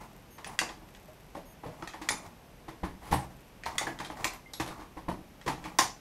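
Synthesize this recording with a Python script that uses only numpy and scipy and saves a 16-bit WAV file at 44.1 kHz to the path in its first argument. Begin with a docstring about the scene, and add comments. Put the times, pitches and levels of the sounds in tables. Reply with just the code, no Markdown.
"""A hand-operated reloading press is cycled on a wooden workbench in a small room.
Noise shaped as a low rumble with faint hiss runs throughout; from the start the ram rubs in bursts of noise.
Then come dry ticks, thin squeaks of stacked harmonics, and dull knocks of frame noise and bench tones, each
with a shower of tiny rattles. Soon sharp steel clicks join in, made of noise and dying tones as the shell
plate turns and parts strike, and lastly cases, a spring and other struck metal ring with single dying notes."""
import sys
import numpy as np
from scipy import signal
from scipy.fft import rfft, irfft, next_fast_len
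from scipy.io import wavfile
from scipy.ndimage import uniform_filter1d, map_coordinates

SR = 44100
rng = np.random.default_rng(int(sys.argv[2]) if len(sys.argv) > 2 else 0)


def unload_wav(signal):
    """Save mono or channel-first audio to the path in sys.argv[1] as 16-bit WAV at rate SR, clipped to [-1, 1]."""
    wavfile.write(
        sys.argv[1],
        SR,
        np.round(np.clip(np.atleast_2d(signal).T, -1, 1) * 32767).astype(np.int16),
    )


N = 264845  # length of the scene in samples
SIZE = 32768  # length of one short sound in samples
T = np.arange(SIZE) / SR  # time within a short sound, s
HZ = np.fft.rfftfreq(SIZE, 1 / SR)

# The shell plate snapping round by one station, once in each half of the lever's cycle:
# (time [s], base level [dB], crack against ring before fixed gains [dB], delay until the plate seats [s])
INDEXES = [(0.590, -11.5, -11.5, 0.023), (2.0887, -13, -8.5, 0.016), (3.782, -14, -8.5, .028),
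           (4.244, -13, -11.5, 0.0075)]


def amp(db):
    """Turn decibels into a gain."""
    return 10 ** (np.asarray(db) / 20)


def unit(x):
    """Scale a sound to a total energy of 1."""
    return x / np.sqrt(np.sum(x ** 2) + 1e-20)


def along(points, hz):
    """Read a curve of (frequency [Hz], value) points on a logarithmic frequency axis."""
    f, v = np.transpose(points)
    return np.interp(np.log(hz + 1), np.log(f), v)


def add(track, s, x):
    """Mix the sound x into the track from time s."""
    start = max(0, round(s * SR))
    part = track[start:start + len(x)]
    part += x[:len(part)]


def coloured(x, spectrum):
    """Pass a short sound through a body that responds only after it is struck, with the given spectrum."""
    # folding the cepstrum onto positive times gives the filter its minimum phase
    cepstrum = irfft(np.log(amp(along(spectrum, HZ))))
    cepstrum[1:SIZE // 2] *= 2
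    cepstrum[SIZE // 2 + 1:] = 0
    response = np.exp(rfft(cepstrum))
    return unit(irfft(rfft(x) * response))


def noise(spectrum):
    """Make steady random noise with the given spectrum and an rms of 1."""
    m = next_fast_len(N + SIZE)
    gain = amp(along(spectrum, np.fft.rfftfreq(m, 1 / SR)))
    x = irfft(rfft(rng.standard_normal(m)) * gain, m)[:N]
    return x / np.std(x)


def wobble(rate):
    """Draw a smooth random curve through a given number of random points a second."""
    points = rng.standard_normal(int(N * rate / SR) + 4)
    return map_coordinates(points, [np.arange(N) * rate / SR])


def ring(modes, scatter_db, detune):
    """Sum the dying tones of a struck body, with level and pitch a little different each time."""
    out = np.zeros(SIZE)
    for k, (hz, db, t60) in enumerate(modes):
        level, shift = rng.standard_normal(2)
        decay = amp(db + scatter_db * level - 60 * T / t60)
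        out += (-1) ** k * decay * np.sin(2 * np.pi * hz * (1 + detune * shift) * T)
    return unit(out)


def in_room(x, wet_db):
    """Add the room's answer: the walls reply in uneven clumps and the bass lasts longest."""
    # Time to die away by 60 dB: (frequency [Hz], time [s])
    room_decay = [(100, 0.58), (300, 0.35), (1000, 0.26), (3000, 0.26), (6500, 0.3), (10000, 0.23),
                  (15000, 0.2)]
    hz, t, z = signal.stft(rng.standard_normal(SIZE), SR, nperseg=256)
    uneven = uniform_filter1d(rng.standard_normal(z.shape), size=3, axis=0)
    clumps = amp(4.4 * uneven + 0.5 * rng.standard_normal(len(t)))
    decay = amp(-60 * t / along(room_decay, hz)[:, None])
    tail = signal.istft(z * clumps * decay, SR, nperseg=256)[1][:SIZE]
    tail = unit(tail * (1 - np.exp(-T / 0.0018)))  # builds up over about 2 ms
    return x + amp(wet_db) * signal.fftconvolve(x, tail)[:SIZE]


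def burst(envelope):
    """A flurry of micro-contacts: noise evened out over frequency, then faded by a softened envelope."""
    contacts = rng.standard_normal(SIZE) * envelope
    even = irfft(np.exp(1j * np.angle(rfft(contacts))))  # keeps the timing, flattens the spectrum
    return unit(even * envelope ** (1 / 4))


def room_air():
    """The steady rumble and hiss of the room, as shaped noise."""
    # Spectrum: (frequency [Hz], relative level per Hz [dB])
    air_spectrum = [(20, -29), (34, 7), (90, -4), (146, 0.5), (308, -5.5), (419, -7.5), (836, -9.5),
                    (1330, -16), (2510, -18), (4200, -24.5), (6010, -25), (7010, -29.5), (11700, -29),
                    (13000, -24.5), (14000, -37), (15500, -46)]
    return amp(-54) * noise(air_spectrum)


def slide():
    """The ram and links rub unevenly: each push sets in quickly, holds and dies away."""
    # Pushes of the lever that slide the ram: (time [s], length [s], level before the unevenness [dB])
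    strokes = [(0, 0.017, -48), (0.456, 0.075, -47), (1.708, 0.078, -53), (2.023, 0.25, -51),
               (3.01, 0.24, -50), (3.65, 0.24, -50), (4.157, 0.14, -46.5), (4.645, 0.19, -52.5),
               (5.58, .19, -56)]
    # Rubbing spectrum: (frequency [Hz], relative level per Hz [dB])
    rub_spectrum = [(60, -3), (150, -1), (500, -10.5), (800, 0.5), (1150, -3), (1500, -16), (2100, -12.5),
                    (3000, -24.5), (7000, -24), (15000, -33)]
    attack_s, release_db_per_s = 0.0098, 152
    t = np.arange(N) / SR
    push = np.zeros(N)
    for s, length, db in strokes:
        onset = np.clip((t - s) / attack_s, 0, 1)
        push += onset * amp(db - release_db_per_s * np.maximum(t - s - length, 0))
    unevenness = amp(3.4 * wobble(35) + 1.86 * wobble(180))
    return push * unevenness * noise(rub_spectrum)


def ticking():
    """Tiny irregular slips as parts creep and a case is handled, each a single dry tick."""
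    # Spells of faint ticking: (time [s], length [s])
    creeps = [(0.098, 0.14), (0.878, 0.44), (3.35, .14)]
    # Spectrum of one tick: (frequency [Hz], relative level per Hz [dB])
    tick_spectrum = [(1000, -7), (2700, 7), (5000, -8), (9000, 6), (11500, -7), (13000, 11), (14500, -20)]
    t = np.arange(N) / SR
    ticks_per_s = 87 * sum((t >= s) & (t < s + length) for s, length in creeps)
    slips = (rng.random(N) < ticks_per_s / SR) * amp(0.68 * rng.standard_normal(N))
    snap = rng.standard_normal(SIZE) * amp(-60 * T / 0.0026)
    tick = in_room(coloured(snap, tick_spectrum), wet_db=-19)
    return amp(-42.0) * signal.fftconvolve(slips, tick)[:N]


def squeaks():
    """The ram sticks and slips fast, giving a thin whistle that starts sharp and settles."""
    # Squeaks of the ram: (time [s], length [s], settled base pitch [Hz], base level [dB])
    squeak_list = [(0.304, 0.075, 3190, -59), (1.452, 0.087, 3250, -60.5)]
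    # Tones above the base pitch, which is itself silent: (multiple of it, level above the base level [dB])
    squeak_tone = [(2, -6.5), (3, -7), (4, -2.5)]
    out = np.zeros(N)
    for s, length, hz, db in squeak_list:
        pitch = hz * (1 + 0.032 * np.exp(-T / 0.0099) + 0.021 * rng.standard_normal(SIZE))
        phase = 2 * np.pi * np.cumsum(pitch) / SR
        gate = np.clip(np.minimum(T, length - T) / 0.0043, 0, 1)
        tone = sum(amp(level) * np.sin(k * phase) for k, level in squeak_tone)
        add(out, s, in_room(amp(db) * gate * tone, wet_db=-12))
    return out


def all_knocks():
    """List the linkage knocks, and one more as the shell plate seats just after each snap."""
    # Linkage and ram knocking in the frame:
    # (time [s], base level [dB], bench against frame before fixed gains [dB], hardness [dB per octave])
    linkage_knocks = [(0.381, -38, -17, 2), (0.463, -37.5, -11, 3.5), (0.695, -35, -13.5, 0.5),
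                      (0.814, -47, -7, -3), (1.349, -32, -16, -5), (1.634, -34, -15.5, -4),
                      (1.657, -36.5, -2, -4.5), (1.823, -34, -9, -2), (1.939, -34, -21, -0.5),
                      (2.014, -33.5, -7, 3.5), (2.681, -34, -10.5, 0.5), (2.831, -26, -5, -2.5),
                      (3.11, -29, -2.5, 5), (3.122, -17.5, -10.5, -1.5), (3.660, -25.5, -20, 2),
                      (3.869, -27.5, -10, -2), (3.999, -29, -11.5, 2), (4.099, -30, -15.5, -1.5),
                      (4.599, -24.5, -12.5, 3.5), (4.790, -38, -14, -8), (4.968, -35, -7.5, -1.5),
                      (5.082, -23, -9, -5.5), (5.462, -29.5, -6, 2), (5.476, -20.5, -11, 2),
                      (5.649, -32, -9, 2), (5.7874, -13, -24, 3)]
    seat_db = -13  # base level against that of the snap
    seat_bench_db, seat_hardness = -20, -1.4  # as in the table's last two columns
    seats = [(s + delay, db + seat_db, seat_bench_db, seat_hardness) for s, db, _, delay in INDEXES]
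    return linkage_knocks + seats


def knocks():
    """Heavy contacts take up play in the linkage, ring the cast frame briefly and rock the bench top."""
    # Frame response: (frequency [Hz], relative level per Hz [dB])
    frame_spectrum = [(60, -34), (300, -2), (480, -9.5), (620, -3), (820, 4.5), (1080, 2.5), (1400, -9.5),
                      (1900, -5.5), (2600, -15.5), (4000, -20), (7000, -26.5), (15000, -43)]
    # Tones of the bench top: (frequency [Hz], relative level [dB], time to fall 60 dB [s])
    bench_modes = [(42, -21, 0.32), (69, -1.5, 0.091), (129.6, -5, 0.27), (183.3, -3.5, 0.19),
                   (258, -13.5, 0.28), (319.7, 0.5, 0.14), (359, -4, 0.078), (474, 2.5, 0.043)]
    out = np.zeros(N)
    for s, db, bench_db, hardness in all_knocks():
        # a slow, heavy push rocks the bench more: the load time [s] doubles for every 14 dB of bench
        load = 0.0082 * 2 ** (bench_db / 14)
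        push = burst((T / load) * np.exp(-T / load))
        # a softer contact feeds the lower part of the frame's response
        colour = [(hz, level + hardness * np.log2(max(hz, 300) / 900)) for hz, level in frame_spectrum]
        frame = in_room(amp(18.5) * coloured(push, colour), wet_db=-0.5)
        bench_tones = ring(bench_modes, scatter_db=5.0, detune=0.023)
        bench = in_room(amp(bench_db + 27) * bench_tones, wet_db=-4.5)
        add(out, s, amp(db) * (frame + bench))
    return out


def jolts():
    """List the chatter of loose parts set off by each knock, stronger the harder the knock is."""
    jolt_db, db_per_hardness = -20.5, 0.2  # base level against the knock's; gain per step of hardness
    swell_s, part_hz, part_db = 0.014, 11030, -17.5  # as in the last three columns of the rattles
    return [(s, db + jolt_db + db_per_hardness * hardness, swell_s, part_hz, part_db)
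            for s, db, _, hardness in all_knocks()]


def rattles():
    """A swelling and dying shower of tiny contacts, coloured by the loose part's resonance."""
    # More chatter and scrapes of loose parts, some with a knock, some between knocks:
    # (time [s], base level [dB], time to swell to the peak [s], part's resonance [Hz],
    # resonance level above the chatter [dB])
    loose_parts = [(1.075, -49, 0.0064, 620, 19), (1.35, -43, 0.014, 580, 25),
                   (1.651, -44.5, 0.014, 600, 25), (3.03, -51, 0.044, 10700, -10),
                   (3.119, -37, 0.013, 10600, -3.5), (3.655, -39.5, 0.0031, 4070, 2),
                   (3.867, -32, 0.0047, 1670, 23), (4.044, -42, 0.01, 3200, -3),
                   (4.33, -45.5, 0.0079, 11600, -9), (4.534, -38, 0.0037, 3780, 4),
                   (4.659, -40, 0.01, 7800, -28), (4.69, -43.5, 0.014, 1090, 25),
                   (4.79, -46.5, 0.014, 1110, 31), (5.645, -45, 0.0074, 2300, 15)]
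    # Chatter spectrum: (frequency [Hz], relative level per Hz [dB])
    chatter_spectrum = [(200, 0.5), (800, 7), (1400, 3.5), (2000, 0), (2800, -1), (4500, -5), (7000, -11.5),
                        (9500, -9.5), (11400, -8.5), (12200, -50), (13000, -5), (15500, -73)]
    out = np.zeros(N)
    for s, db, swell, hz, part_db in loose_parts + jolts():
        hits = (rng.random(SIZE) < 1500 / SR) * rng.standard_normal(SIZE)  # about 1500 a second
        contacts = hits * (T / swell) * np.exp(-T / swell)
        part = unit(signal.lfilter(*signal.iirpeak(hz, 8, SR), contacts))
        shower = unit(coloured(contacts, chatter_spectrum) + amp(part_db) * part)
        # a longer shower carries more energy
        add(out, s, amp(db) * np.sqrt(swell * SR) * in_room(shower, wet_db=-1.5))
    return out


def clicks():
    """A hard steel contact: a spike, a few ms of dense ringing, and the tones of the shell plate."""
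    # Steel parts striking: (time [s], base level [dB], crack against ring before fixed gains [dB])
    steel_strikes = [(0.445, -27, -14.5), (0.691, -32, -31), (0.887, -48, -15), (0.949, -38, -28),
                     (1.35, -40, -40), (1.824, -32.5, -34), (1.875, -26, -15), (1.936, -33.5, -33),
                     (3.636, -27.5, -28), (3.989, -29.5, -16), (4.048, -31.5, -14), (4.172, -35.5, -30),
                     (4.535, -39, 1), (4.599, -24, -14), (5.414, -37.5, -33), (5.463, -33, -15),
                     (5.641, -31.5, -28), (5.787, -16, 1.5), (5.793, -19, -6)]
    # Sharp crack: (frequency [Hz], relative level per Hz [dB])
    crack_spectrum = [(400, -72), (1200, 0), (2500, -16), (3600, 5.5), (4100, -4), (5500, 5), (7000, 5),
                      (8000, -1), (9300, 1), (10300, -8), (12500, -9.5), (15500, -27)]
    # The plate's dense response: (frequency [Hz], relative level per Hz [dB])
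    plate_spectrum = [(300, -11.5), (750, -1.5), (1400, 2.5), (1900, 5), (2400, 4.5), (3400, -5.5),
                      (4200, -2), (9000, -13), (15000, -55)]
    # Catch and shell plate tones: (frequency [Hz], relative level [dB], time to fall 60 dB [s])
    steel_modes = [(1330, -13.5, 0.051), (1693, 1.5, 0.0096), (1905, 3.5, 0.053), (3328, 8.5, 0.017),
                   (3256, 3, 0.02), (4850, -14, 0.042), (6700, -12, 0.073)]
    out = np.zeros(N)
    spike = T == 0
    for s, db, crack_db, *_ in INDEXES + steel_strikes:
        high, low = rng.standard_normal((2, SIZE))
        crack = coloured(.5 * spike + unit(high * amp(-60 * T / 0.041)), crack_spectrum)
        plate = coloured(.7 * spike + unit(low * amp(-60 * T / 0.021)), plate_spectrum)
        hit = in_room(amp(9) * plate + amp(crack_db + 17.5) * crack, wet_db=0.0)
        # the plate faces the listener, so its ring arrives direct, without the room
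        modes = ring(steel_modes, scatter_db=2, detune=.015)
        add(out, s, amp(db) * (hit + amp(7.5) * modes))
    return out


def pawl_notes():
    """List the brief ring of the pawl at each snap of the shell plate."""
    hz, pawl_db, t60_s = 2000, -12, 0.029  # pawl_db is against the snap's base level
    return [(s, hz, db + pawl_db, t60_s) for s, db, _, _ in INDEXES]


def pings():
    """Each struck part rings with one dying note, made rough as it jiggles in its seat."""
    # Single parts: cases, a spring, the ram's plate and other struck metal:
    # (time [s], frequency [Hz], level before decay and jiggle [dB], time to fall 60 dB [s])
    ringing_parts = [(0.472, 9750, -41.5, 0.055), (0.692, 3300, -44, .018), (1.825, 1330, -29.5, 0.02),
                     (2.105, 9750, -27, 0.071), (3.13, 11200, -44, 0.17), (3.141, 8300, -38.5, 0.09),
                     (3.128, 828, -23, 0.067), (3.662, 920, -28, 0.1), (4.46, 2100, -51, 0.11),
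                     (4.536, 11300, -51, 0.38), (4.245, 12000, -39, .08), (4.6, 325, -24, 0.077),
                     (5.478, 863, -26.5, 0.084), (5.789, 1063, -24, 0.2)]
    out = np.zeros(N)
    attack = 1 - np.exp(-T / .0005)
    for s, hz, db, t60 in ringing_parts + pawl_notes():
        jiggle = 0.35 * wobble(hz / 30)[:SIZE]  # shakes both loudness and phase
        tone = (1 + jiggle) * np.sin(2 * np.pi * hz * T + jiggle)
        note = tone * amp(db - 60 * T / t60) * attack
        add(out, s, in_room(note, wet_db=-4.5))
    return out


def scene():
    """Mix the moving press with the steady rumble and hiss of the room."""
    steady = room_air() + slide()
    small = ticking() + squeaks()
    struck = knocks() + rattles() + clicks() + pings()
    return (steady + small + struck)[None]


def record(dry):
    """Cut away everything from 15700 Hz up."""
    m = next_fast_len(N + SIZE)
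    keep = np.fft.rfftfreq(m, 1 / SR) < 15700
    return irfft(rfft(dry, m) * keep, m)[:, :N]


dry = scene()
out = record(dry)
unload_wav(out)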